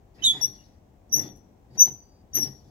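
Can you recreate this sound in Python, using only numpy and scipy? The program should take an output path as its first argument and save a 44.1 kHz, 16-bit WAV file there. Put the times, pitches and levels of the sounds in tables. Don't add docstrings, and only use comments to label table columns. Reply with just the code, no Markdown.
import sys
import numpy as np
from scipy import signal
from scipy.fft import rfft, irfft
from scipy.io import wavfile
from scipy.ndimage import uniform_filter1d

SR = 44100
rng = np.random.default_rng(int(sys.argv[2]) if len(sys.argv) > 2 else 0)


def natural_amplitude(level_db):
    exponent = np.asarray(level_db, float) / 20
    return 10 ** exponent


def wav_out(sig):
    wavfile.write(sys.argv[1], SR, np.round(np.clip(np.atleast_2d(sig).T, -1, 1) * 32767).astype(np.int16))


N = 119070
T = np.arange(N) / SR

# pitch_hz, density_db (per Hz)
TOWN_SPECTRUM = [(21, -28.5), (36, -4), (83, 2), (157, -9.5), (183, -7.5), (517, -16), (777, -16),
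                 (1390, -32.5), (1620, -32), (4590, -42.5), (5920, -41), (10300, -52.5), (15500, -42)]
# pitch_hz, left_minus_right_db
TOWN_BALANCE = [(60, 5), (110, 1.5), (200, 3.5), (700, 5.5), (2380, -4.5), (8120, 14), (15000, 2)]
# pitch_hz, likeness of left and right (-1 to 1)
TOWN_LIKENESS = [(60, 0.92), (130, 0.95), (290, 0.74), (640, 0.21), (1410, -0.14), (3100, -0.33),
                 (6820, 0.3), (15000, 0.45)]
# pitch_hz, gain_db
MIC_RESPONSE = [(20, -8), (45, -2.5), (7000, 4), (8000, -4.5), (9300, -18), (10300, 1), (11000, -2),
                (13500, -7), (15500, -7.5)]
# pitch_hz, width_hz, level_db
FRAME_MODES = [(96.5, 15, -2), (135.4, 13, 6.5), (148.3, 22, -2.5), (195.3, 26, 1), (237.1, 31, -4),
               (268, 31, -4.5), (302.4, 28, -1), (379.5, 90, -8.5), (772, 54, -11.5), (907, 42, -12.5),
               (1870, 540, -23)]
# start_s, peak_db, pitch_hz (around which the blow drives the frame)
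SOCKET_KNOCKS = [(.349, -41, 800), (.362, -44, 780), (.408, -43, 790), (1.771, -43, 760), (1.798, -44, 750),
                 (1.873, -40, 830), (2.35, -38, 290), (2.373, -34, 310), (2.385, -33, 300),
                 (2.416, -34, 270)]
# time_s, thud_db, scrape_db, rasp_db (the last two against the thud)
STROKE_CURVES = [
    [(0.15, -59, -25.5, -13), (0.192, -51.5, -12, -28.5), (0.248, -50, -9.5, -6.5), (0.296, -49, -18, -14),
     (0.338, -48, -10.5, -17), (0.376, -44.5, -14.5, -19.5), (0.396, -47, -9.5, -15),
     (0.5, -48.5, -27, -20), (0.638, -65, -15.5, -9.5), (0.8, -76.5, -10, -14.5)],
    [(1.07, -65, -27.5, -39), (1.108, -51.5, -36.5, -29.5), (1.142, -46.5, -23, -13.5),
     (1.176, -36, -21, -24.5), (1.28, -42, -25, -25.5), (1.332, -51, -29.5, -38), (1.392, -58.5, -33, -41),
     (1.5, -62, -40.5, -47.5)],
    [(1.7, -55.5, -26, -33), (1.736, -57.5, -26, -20), (1.758, -48, -18.5, -18), (1.79, -53, -15.5, -23),
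     (1.806, -49.5, -19, -11.5), (1.828, -46.5, -20, -17), (1.878, -41.5, -18, -18.5),
     (1.916, -45, -31.5, -39), (1.97, -52, -39, -31)],
    [(2.32, -62, -29, -18.5), (2.34, -61, -12.5, -14), (2.352, -46.5, -4.5, -5.5), (2.378, -41, -10, -12.5),
     (2.41, -44, -17, -18), (2.442, -40.5, -23, -14.5), (2.474, -41, -22.5, -23), (2.52, -49, -30, -26),
     (2.642, -70, -30, -11.5), (2.7, -50, -38.5, -26)],
]
# pitch_hz, gain_db
SCRAPE_TONE = [(900, 0.5), (1400, -5), (1800, -1.5), (2250, -4.5), (2800, -7.5), (3300, -23), (5000, -51.5)]
# pitch_hz, gain_db
RASP_TONE = [(2500, -41), (3300, -6.5), (5200, -3.5), (7500, -8), (9000, -12.5), (12000, -0.5),
             (15500, -22)]
GRIT_BANDS = [1930, 3080, 3500, 3880, 4420, 4790, 5170]
TICK_STARTS = [1.36, 1.372]
# time_s, slip_hz, level_db of multiples 1 to 4, left_minus_right_db
LOW_SQUEAK_FIRST = [(.218, 2890, -67.5, -80, -81, -80.5, -7), (.225, 3065, -40, -58, -64.5, -71.5, -12),
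                    (.235, 3027, -36.5, -42, -52, -55, -13), (.243, 3095, -34.5, -30, -40, -48.5, -8.5),
                    (.262, 2976, -47, -63, -54, -55.5, -1.5)]
LOW_SQUEAK_SECOND = [(0.245, 3630, -51.5, -45, -61.5, -60.5, -8.5),
                     (0.253, 3628, -33, -26, -33.5, -51.5, -11.5), (.259, 3640, -29, -40, -36, -50, -9.5),
                     (.266, 3574, -33.5, -17.5, -35, -46, -8), (0.272, 3500, -23, -35.5, -38.5, -49, -2.5),
                     (0.28, 3482, -19.5, -27, -40, -49.5, -1.5), (0.293, 3432, -25, -43, -34, -53.5, -2.5),
                     (0.306, 3440, -19.5, -36.5, -54, -57, -6.5), (0.322, 3404, -35.5, -54, -53, -60, -1),
                     (0.329, 3426, -44, -55.5, -56.5, -65, -3)]
# time_s, pitch_hz, level_db, left_minus_right_db
SINGING_MODE = [(0.233, 3720, -51, -12.5), (0.243, 3744, -22.5, -9.5), (0.261, 3778, -19.5, 2.5),
                (0.296, 3732, -37.5, 1), (0.318, 3610, -55.5, 1.5)]
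# time_s, level_db, slip_hz, octave_db (against level_db),
# left_minus_right_db, roughness (0-1)
HIGH_SQUEAKS = [
    [(0.409, -58, 5760, -22, 1, 0.1), (0.415, -31.5, 5748, -11, 9, 0.05),
     (0.425, -30.5, 5656, -6.5, 16.5, 0.03), (0.449, -21, 5845, -21.5, 4, 0),
     (0.461, -39, 5810, 3.5, 4.5, 0.2), (0.47, -41, 5600, -5, 6.5, 0.25)],
    [(1.095, -63.5, 5900, -23.5, -9.5, 0.25), (1.111, -67.5, 5715, -30.5, -8.5, 0.3),
     (1.129, -21.5, 5870, -3.5, 6, 0.07), (1.153, -23, 5860, -5, 10.5, 0.16),
     (1.159, -31, 5923, 9.5, 10.5, 0.5), (1.171, -28, 5975, -1.5, 7, 0.5),
     (1.203, -29.5, 5735, -19, 11.5, 0), (1.209, -50, 5650, -11, 12, 0), (1.23, -40, 5760, -15, 8, 0)],
    [(1.15, -56.5, 6136, 2, 7, 0.3), (1.175, -37.5, 6332, -3.5, 6.5, 0.7),
     (1.215, -49, 6200, 6.5, 8.5, 0.3), (1.235, -60, 6175, 2, 8.5, 0.6)],
    [(1.772, -64.5, 5920, -30, 11.5, 0.4), (1.78, -37.5, 5907, -21.5, 9.5, 0),
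     (1.79, -31, 5890, -9, 9.5, 0.2), (1.8, -17.5, 5900, -9, 3, 0.3), (1.81, -14.5, 6020, -6.5, 5, 0.17),
     (1.824, -15.5, 6061, -11.5, 5, 0), (1.834, -27, 6020, -1, -2.5, 0), (1.86, -27, 6020, -5, 8.5, 0.25)],
    [(2.328, -78, 6100, -25.5, 1.5, 0.2), (2.336, -41.5, 5835, -26.5, 11.5, 0.1),
     (2.346, -37, 5908, 9, 4, 0.5), (2.354, -25.5, 5960, 3, 5, 0.25), (2.364, -33, 5858, 14, 6.5, 0),
     (2.376, -30, 5936, -0.5, 11, 0.54), (2.404, -32.5, 5790, -0.5, 4, 0),
     (2.43, -29, 5660, -10.5, 17.5, 0.4), (2.46, -45.5, 5716, -9.5, 1.5, 0.16),
     (2.476, -44, 5390, -19, -1, 0.1), (2.52, -74.5, 5980, -17.5, 3, 0.2)],
]
# start_s, length_s, from_hz, to_hz, level_db
FAINT_TONES = [(.187, .028, 2650, 2620, -63), (.585, .05, 2850, 2830, -72), (1.22, .085, 3500, 3480, -62),
               (1.705, .05, 4750, 4620, -75), (1.97, .25, 4720, 4840, -77)]
# pitch_hz, level_db, t60_s
TUBE_MODES = [(3440, -16.5, 0.47), (5400, -11, 0.22), (5300, -11, 1), (5766, -17.5, 0.73), (6180, -22, .45),
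              (6075, -10.5, .55)]

TOWN_DB = -55.5
YARD_TAIL_DB, YARD_T60_S, YARD_TREBLE_T60_S = -13.5, 0.37, 0.32
EARLY_DB, EARLY_DECAY_S = -12, 0.012
YARD_GAP_S, YARD_BASS_CUT_HZ = 0.006, 350
BUMPS_PER_S, GRIT_PER_S, BUMP_LOWPASS_HZ = 600, 4700, 580
GRIT_BAND_WIDTH_HZ, GRIT_BAND_DB, GRIT_BAND_SWING_DB = 65, 4, 5
THUD_SIDE, GRIT_SIDE = 0.15, 0.42
STROKE_PAN_DB, TICK_DB = 4, -55
LEFT_LAG_SAMPLES = 3
JITTER = 0.006
LOW_ROUGHNESS, OVERTONE_ROUGHNESS = 0.08, 0.25
FLUTTER_HZ = 139
SKIRT_DB, SKIRT_HZ, SKIRT_LEAN_HZ = -11, 567.5, 199.2


def unit(x):
    return x / np.sqrt(np.mean(np.abs(x) ** 2))


def at_hz(table, hz):
    table = np.array(table, float)
    return np.interp(np.log(hz + 1), np.log(table[:, 0] + 1), table[:, 1])


def colour(x, table):
    return irfft(rfft(x) * natural_amplitude(at_hz(table, np.fft.rfftfreq(N, 1 / SR))), N)


def wander(hz):
    sos = signal.butter(3, hz, fs=SR, output="sos")
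    return unit(signal.sosfilt(sos, rng.standard_normal(N)))


def ring(x, hz, width_hz):
    return signal.lfilter(*signal.iirpeak(hz, hz / width_hz, fs=SR), x)


def pan(x, db):
    left = natural_amplitude(db) / (1 + natural_amplitude(db))
    right = 1 - left
    return 2 * x * np.array([left, right]).reshape(2, -1)


def town():
    hz = np.fft.rfftfreq(N, 1 / SR)
    alike = np.clip(at_hz(TOWN_LIKENESS, hz), 0, 0.93)
    mid, side = rfft(rng.standard_normal((2, N)))
    mid = mid * np.sqrt(1 + alike)
    side = side * np.sqrt(1 - alike)
    tilt = natural_amplitude(at_hz(TOWN_BALANCE, hz) / 2)
    spectrum = np.array([(mid + side) * tilt, (mid - side) / tilt])
    rumble = irfft(spectrum * natural_amplitude(at_hz(TOWN_SPECTRUM, hz)), N)
    return natural_amplitude(TOWN_DB + 0.32 * wander(0.43)) * unit(rumble)


def yard(x):
    t = T[:SR]
    tail_noise, early_noise, picker = rng.standard_normal((3, 2, SR))
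    low = signal.sosfilt(signal.butter(2, 8500, fs=SR, output="sos"), tail_noise)
    high = tail_noise - low
    tail = low * natural_amplitude(-60 * t / YARD_T60_S) + high * natural_amplitude(-60 * t / YARD_TREBLE_T60_S)
    early = early_noise * (np.abs(picker) > 2.5) * np.exp(-t / EARLY_DECAY_S)

    def level_and_gap(response):
        return response * (t > YARD_GAP_S) / np.sqrt(np.sum(response ** 2) / 2)

    echo = natural_amplitude(YARD_TAIL_DB) * level_and_gap(tail) + natural_amplitude(EARLY_DB) * level_and_gap(early)
    thin = signal.sosfilt(signal.butter(2, YARD_BASS_CUT_HZ, "high", fs=SR, output="sos"), x)
    return signal.fftconvolve(thin, echo, axes=1)[:, :N]


def frame(x):
    out = 0
    for k, (hz, width_hz, db) in enumerate(FRAME_MODES):
        out = out + (-1) ** k * natural_amplitude(db) * ring(x, hz, width_hz)
    return out


def knocks():
    out = 0
    for start, db, hz in SOCKET_KNOCKS:
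        impulse = 1.0 * (np.arange(N) == int(start * SR))
        push = ring(ring(impulse, hz, hz / 2), hz, hz / 2)
        blow = frame(push)
        out = out + natural_amplitude(db) * blow / np.max(np.abs(blow))
    return pan(out, STROKE_PAN_DB)


def clicks(rate):
    hits = (rng.random((2, N)) < rate / SR) * rng.standard_normal((2, N))
    return hits + 0.072 * rng.standard_normal((2, N))


def ticks():
    envelope = sum(np.exp(-np.abs(T - start) / 0.0078) * (T > start) for start in TICK_STARTS)
    burst = envelope * rng.standard_normal(N)
    return natural_amplitude(TICK_DB) * (ring(burst, 9800, 1400) + ring(burst, 12000, 4000))


def strokes():
    time, thud_db, scrape_db, rasp_db = np.concatenate(STROKE_CURVES).T
    moving = sum(1.0 * ((T > rows[0][0]) & (T < rows[-1][0])) for rows in STROKE_CURVES)
    gate = uniform_filter1d(moving, size=900)

    lowpass = signal.butter(2, BUMP_LOWPASS_HZ, fs=SR, output="sos")
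    thud = unit(frame(signal.sosfilt(lowpass, clicks(BUMPS_PER_S))))

    grit = clicks(GRIT_PER_S) * natural_amplitude(1.4 * wander(40))
    bands = 0
    for hz in GRIT_BANDS:
        swing = natural_amplitude(GRIT_BAND_DB + GRIT_BAND_SWING_DB * wander(8.9))
        bands = bands + swing * ring(grit, hz, GRIT_BAND_WIDTH_HZ)
    grit = grit + bands
    scrape = natural_amplitude(np.interp(T, time, scrape_db)) * unit(colour(grit, SCRAPE_TONE))
    rasp = natural_amplitude(np.interp(T, time, rasp_db)) * unit(colour(grit, RASP_TONE))

    grind = thud * [[1], [THUD_SIDE]] + (scrape + rasp) * [[1], [GRIT_SIDE]]
    mid, side = gate * natural_amplitude(np.interp(T, time, thud_db)) * grind
    side = colour(side, [(100, -21.0), (400, 10)])
    return pan(mid + ticks(), STROKE_PAN_DB) + side * [[1], [-1]]


def slip(t, hz, orders_db, pan_db, rough):
    def read(values):
        return np.interp(T, t, values)

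    share = np.clip(read(rough + 0 * t), 0, 1)
    phase = 2 * np.pi * np.cumsum(read(hz) * (1 + JITTER * share * wander(360))) / SR
    gate = uniform_filter1d(1.0 * ((T > t[0]) & (T < t[-1])), size=130)
    out = 0
    for order, db in enumerate(orders_db, 1):
        if order > 1:
            share = np.clip(share + OVERTONE_ROUGHNESS, 0, 1)
        steady = np.sqrt(1 - share)
        flutter = wander(FLUTTER_HZ * order) + 1j * wander(FLUTTER_HZ * order)
        flutter = flutter * np.sqrt(share / 2)
        skirt = wander(SKIRT_HZ) + 1j * wander(SKIRT_HZ)
        skirt = natural_amplitude(SKIRT_DB) * share * skirt * np.exp(2j * np.pi * order * SKIRT_LEAN_HZ * T)
        cycle = np.real((steady + flutter + skirt) * np.exp(1j * order * phase))
        out = out + natural_amplitude(read(db)) * cycle
    return pan(np.sqrt(2) * gate * out, read(pan_db + 0 * t))


def squeaks():
    out = 0
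    for rows in (LOW_SQUEAK_FIRST, LOW_SQUEAK_SECOND, SINGING_MODE):
        t, hz, *orders_db, pan_db = np.array(rows, float).T
        out = out + slip(t, hz, orders_db, pan_db, LOW_ROUGHNESS)
    for rows in HIGH_SQUEAKS:
        t, db, hz, octave_db, pan_db, rough = np.array(rows, float).T
        out = out + slip(t, hz, [db, db + octave_db], pan_db, rough)
    for start, length, from_hz, to_hz, db in FAINT_TONES:
        ends = np.array([start, start + length])
        out = out + slip(ends, [from_hz, to_hz], [[db, db]], 2.0, 0.4)
    ringing = 0
    for hz, db, t60 in TUBE_MODES:
        width_hz = np.log(1000) / (np.pi * t60)
        ringing = ringing + natural_amplitude(db) * ring(out, hz, width_hz)
    return out + ringing


def scene():
    post = squeaks() + strokes() + knocks()
    post[0] = np.roll(post[0], LEFT_LAG_SAMPLES)
    near = colour(post + yard(post), MIC_RESPONSE)
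    return near + town()


def top_cut(x):
    return signal.sosfilt(signal.butter(12, 15680, fs=SR, output="sos"), x)


def record(dry):
    return top_cut(dry)


dry = scene()
out = record(dry)
wav_out(out)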